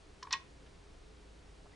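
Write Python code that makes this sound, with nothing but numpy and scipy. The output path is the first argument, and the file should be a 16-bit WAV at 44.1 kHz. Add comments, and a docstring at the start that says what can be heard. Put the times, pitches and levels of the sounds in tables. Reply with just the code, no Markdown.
"""Meltwater drips close by in a quiet, snowy place, over a soft hiss, a rumble and a slowly growing low hum.
Noise shaped in frequency gives the hiss and rumble; sines wavering in pitch and level give the hum.
First comes a light tick, then a sharp double click on a hollow surface: every contact is a falling
sine snap, a ring of surface modes and a splash of noise, and decaying noise answers as a brief echo.
Later a few faint drips fall farther off, each a fading band of noise."""
import sys
import numpy as np
from scipy import signal
from scipy.fft import rfft, irfft, next_fast_len
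from scipy.io import wavfile
from scipy.ndimage import map_coordinates

SR = 44100
rng = np.random.default_rng(int(sys.argv[2]) if len(sys.argv) > 2 else 0)


def transcribe(u):
    """Save the signal u as a 16-bit wav file named by the first command-line argument.

    u: samples, shape (n,) or (channels, n), limited to [-1, 1]; the rate is SR.
    q: integer samples, one column per channel.
    """
    v = np.clip(np.atleast_2d(u).T, -1, 1)
    q = np.round(v * 32767).astype(np.int16)
    wavfile.write(sys.argv[1], SR, q)


N = 77175  # length in samples, 1.75 s


def amp(db):
    """Decibel law: 20 dB is a factor of ten in amplitude."""
    return 10 ** (np.asarray(db) / 20)


def unit(x):
    """Normalisation to a root-mean-square of 1."""
    return x / np.sqrt(np.mean(x ** 2) + 1e-20)


def along(points, hz):
    """Interpolation of (Hz, value) points along a logarithmic frequency axis."""
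    point_hz, values = np.transpose(points)
    return np.interp(np.log(hz + 1), np.log(point_hz + 1), values)


def wobble(rate):
    """Slow random modulation: a spline through random knots, rate knots a second."""
    knots = rng.standard_normal(int(N * rate / SR) + 4)
    return map_coordinates(knots, [np.arange(N) * rate / SR])


def filtered(x, response):
    """Linear filtering: the spectrum of x times a response of frequency."""
    size = next_fast_len(N + SR // 2)
    spectrum = rfft(x, size) * response(np.fft.rfftfreq(size, 1 / SR))
    return irfft(spectrum, size)[..., :N]


def fade(t, t60):
    """Exponential decay: the level is 60 dB down at t60."""
    return np.exp(-np.log(1000) * t / t60)


def onset(t, rise_s):
    """Exponential approach to full amplitude, with time constant rise_s."""
    return 1 - np.exp(-t / rise_s)


def add(track, start_s, sound):
    """Superposition: sum a sound into a track from its start time."""
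    part = track[round(start_s * SR):][:len(sound)]
    part += sound[:len(part)]


# Likeness of left and right in diffuse noise. Each row: frequency in Hz, correlation from 0 to 1.
LIKENESS = [(60, 1.0), (120, 0.91), (260, 0.47), (530, 0.26), (1100, 0.33), (2260, 0.47), (4680, 0.94),
            (9670, 1)]


def stereo_noise(spectrum):
    """Partial coherence: independent mid and side noises share the power by the left-right correlation."""
    def mid_and_side_gains(hz):
        angle = np.arccos(np.clip(along(LIKENESS, hz), -1, 1)) / 2
        return amp(along(spectrum, hz)) * [np.cos(angle), np.sin(angle)]

    mid, side = filtered(rng.standard_normal((2, N)), mid_and_side_gains)
    return unit(np.array([mid + side, mid - side]))


# Spectrum of the hiss. Each row: frequency in Hz, relative level in dB.
HISS_SPECTRUM = [(53, -35), (90, -3), (103, -12.5), (134, -1.5), (237, -8.5), (306, -3), (345, -9.5),
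                 (412, -1.5), (464, -9.5), (502, -6.5), (577, -12), (636, -10.5), (1300, -16), (4500, -22),
                 (10100, -31.5), (13200, -100), (22000, -120)]
# Spectrum of the rumble. Each row: frequency in Hz, relative level in dB.
RUMBLE_SPECTRUM = [(15, -15.5), (25, 8.5), (35, -15.5), (55, -4), (78, 1.5), (105, -11), (200, -64)]
# Partials of the hum. Each row: mean frequency in Hz, rms level in dB at mid-scene,
# unsteadiness of pitch and level as a share.
HUM_PARTIALS = [(25.6, -69.5, .4), (51, -62, 0.32), (304.3, -79, .9), (405.3, -75.5, 0.915)]
HISS_DB, RUMBLE_DB = -60.5, -63  # rms
HUM_WANDER_HZ, HUM_GROWS_DB_PER_S = 11.61, 4  # the wander is scaled by each partial's unsteadiness


def background():
    """Stationary shaped noise, with a hum of partials modulated at random in frequency and amplitude."""
    t = np.arange(N) / SR
    hum = np.zeros(N)
    for hz, db, unsteady in HUM_PARTIALS:
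        pitch = hz + unsteady * HUM_WANDER_HZ * wobble(18)
        sine = np.sin(2 * np.pi * np.cumsum(pitch) / SR)
        hum += amp(db) * unit(sine * (1 + unsteady * wobble(9.26)))
    growth = amp(HUM_GROWS_DB_PER_S * (t - t.mean()))
    hiss = amp(HISS_DB) * stereo_noise(HISS_SPECTRUM)
    rumble = amp(RUMBLE_DB) * stereo_noise(RUMBLE_SPECTRUM)
    return hiss + rumble + hum * growth


# Contacts of water with the surface. Each row: start in seconds, settled snap pitch in Hz,
# snap level in dB, snap t60 in seconds, ring level in dB, splash level in dB,
# splash t60 in seconds, treble roll-off of ring and splash in Hz.
CONTACTS = [(.2260, 2800, -50.5, 0.017, -53.5, -45.5, .025, 3470),
            (.2272, 1002, -36.5, 0.075, -64, -59, 0.035, 2000),
            (0.2289, 5330, -38.5, 0.02, -56.5, -41, 0.019, 7840),
            (0.2508, 1095, -42.5, 0.042, -58.5, -62, .02, 1490),
            (0.27, 1100, -50, 0.14, -57, -38.5, 0.017, 2080),
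            (.3076, 4170, -39, 0.012, -42, -42, 0.038, 4800),
            (.3210, 3870, -42.5, 0.018, -38, -42, 0.026, 6000),
            (.3272, 5220, -11.5, 0.0071, -35, -30.5, 0.038, 9100),
            (.3287, 3998, -20, .011, -41, -50, .012, 8100),
            (0.3309, 3800, -22.5, 0.0083, -43, -28, 0.014, 7060),
            (.3358, 2512, -19.5, 0.013, -33, -36, 0.017, 4340),
            (0.3395, 1903, -32, 0.03, -40.5, -48.5, 0.074, 3000),
            (.3460, 1079, -43, 0.061, -47, -42.5, 0.064, 3800)]
# Modes of the struck surface. Each row: frequency in Hz, mean relative level in dB, t60 in seconds.
SURFACE_MODES = [(925, -14, .11), (1087, -1, .085), (1135, -9, .08), (1464, -18, .15), (1645, -12, .1),
                 (1892, -2, .1), (2160, -12, .1), (2270, -11, .14), (2565, -9, .07), (2942, -10, .055),
                 (3060, -9, .06), (3516, -2, .052), (4090, -6, .06), (4350, -7, .065)]
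# Spectrum of the splash before roll-off. Each row: frequency in Hz, relative level in dB.
SPLASH_SPECTRUM = [(400, -40), (750, -37), (1000, 11), (1300, -18), (1550, 0), (2600, -11), (3250, -3),
                   (4000, 2), (5400, 1.5), (6500, -4), (8000, -8), (10000, -28.5)]
SPRAY_DB, SPRAY_T60_S = -15, 0.072  # level relative to the splash
SNAP_RISE_S, RING_RISE_S = 0.00072, 0.0021  # time constants
SNAP_START_SHARP, SNAP_SETTLE_S = 0.38, 0.00051  # share above the settled pitch, time constant
MODE_SCATTER_DB = 0.5  # standard deviation of each mode's level from contact to contact
ROLL_OFF_POWER = 4.7


def near_drips():
    """Impact excitation: a falling snap, modal ringing and a noise splash ending in fine spray."""
    out, t = np.zeros(N), np.arange(SR // 4) / SR
    mode_hz, mode_db, mode_t60 = np.transpose(SURFACE_MODES)[:, :, None]
    modes = np.sin(2 * np.pi * mode_hz * t) * fade(t, mode_t60) * onset(t, RING_RISE_S)
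    rise = onset(t, SNAP_RISE_S)
    # running integral of the pitch ratio, so that phase follows the falling pitch
    glide = np.cumsum(1 + SNAP_START_SHARP * np.exp(-t / SNAP_SETTLE_S)) / SR
    for start_s, snap_hz, snap_db, snap_t60, ring_db, splash_db, splash_t60, roll_off_hz in CONTACTS:
        def roll_off(hz):
            return 1 / (1 + (hz / roll_off_hz) ** ROLL_OFF_POWER)

        snap = np.sin(2 * np.pi * snap_hz * glide) * fade(t, snap_t60) * rise

        scattered_db = mode_db + MODE_SCATTER_DB * rng.standard_normal(mode_hz.shape)
        ring = np.sum(modes * roll_off(mode_hz) * amp(scattered_db), axis=0)

        noise = filtered(rng.standard_normal(N), lambda hz: amp(along(SPLASH_SPECTRUM, hz)) * roll_off(hz))
        decay = fade(t, splash_t60) + amp(SPRAY_DB) * fade(t, SPRAY_T60_S)
        splash = unit(noise)[:len(t)] * rise * decay

        add(out, start_s, amp(snap_db) * snap + amp(ring_db) * ring + amp(splash_db) * splash)
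    return out


# Decay of the echo. Each row: frequency in Hz, t60 in seconds.
ECHO_T60 = [(500, 0.27), (2000, 0.38), (5000, 0.19), (9000, 0.2)]
ECHO_DB, ECHO_RISE_S = -17, 0.0013  # level of the mid response, time constant of its onset
ECHO_WIDTH = 0.9  # gain of the side response


def surroundings(x):
    """Reverberation: convolution with noise whose decay time depends on frequency."""
    hz, t, bands = signal.stft(rng.standard_normal((2, SR // 2)), SR, nperseg=256)
    decay = fade(t, along(ECHO_T60, hz)[:, None])
    tail = signal.istft(bands * decay, SR, nperseg=256)[1]
    tail = tail * onset(np.arange(tail.shape[1]) / SR, ECHO_RISE_S)
    tail = tail / np.linalg.norm(tail[0])  # unit energy in the mid response
    mid, side = signal.fftconvolve(x[None], tail, axes=1)[:, :N]
    return amp(ECHO_DB) * np.array([mid + ECHO_WIDTH * side, mid - ECHO_WIDTH * side])


# Faint drips farther off. 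Each row: start in seconds, centre pitch in Hz, level in dB,
# t60 in seconds, width (standard deviation) in octaves.
FAR_DRIPS = [(0.661, 1660, -57, .07, 0.98), (1.6572, 650, -43, .012, 0.58), (1.665, 700, -45.5, .014, .5),
             (1.669, 1340, -53.5, 0.016, 0.3), (1.731, 1980, -64, 0.16, .08)]


def far_drips():
    """Band-limited noise under exponential decay: soft pats, the narrower bands more pitched."""
    out, t = np.zeros(N), np.arange(SR // 4) / SR
    for start_s, centre_hz, db, t60, octaves in FAR_DRIPS:
        def bell(hz):
            return np.exp(-0.5 * (np.log2((hz + 1) / centre_hz) / octaves) ** 2)

        band = unit(filtered(rng.standard_normal(N), bell))[:len(t)]
        add(out, start_s, amp(db) * band * fade(t, t60) * onset(t, RING_RISE_S))
    return out


DRIP_PAN_DB = -0.5  # left relative to right


def scene():
    """Superposition of drips placed by level difference, their echo and the background."""
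    drips = near_drips() + far_drips()
    panned = drips * amp([[DRIP_PAN_DB / 2], [-DRIP_PAN_DB / 2]])
    return panned + surroundings(drips) + background()


TOP_HZ = 10300


def record(dry):
    """Band limitation: nothing passes at or above the top frequency."""
    return filtered(dry, lambda hz: hz < TOP_HZ)


dry = scene()
out = record(dry)
transcribe(out)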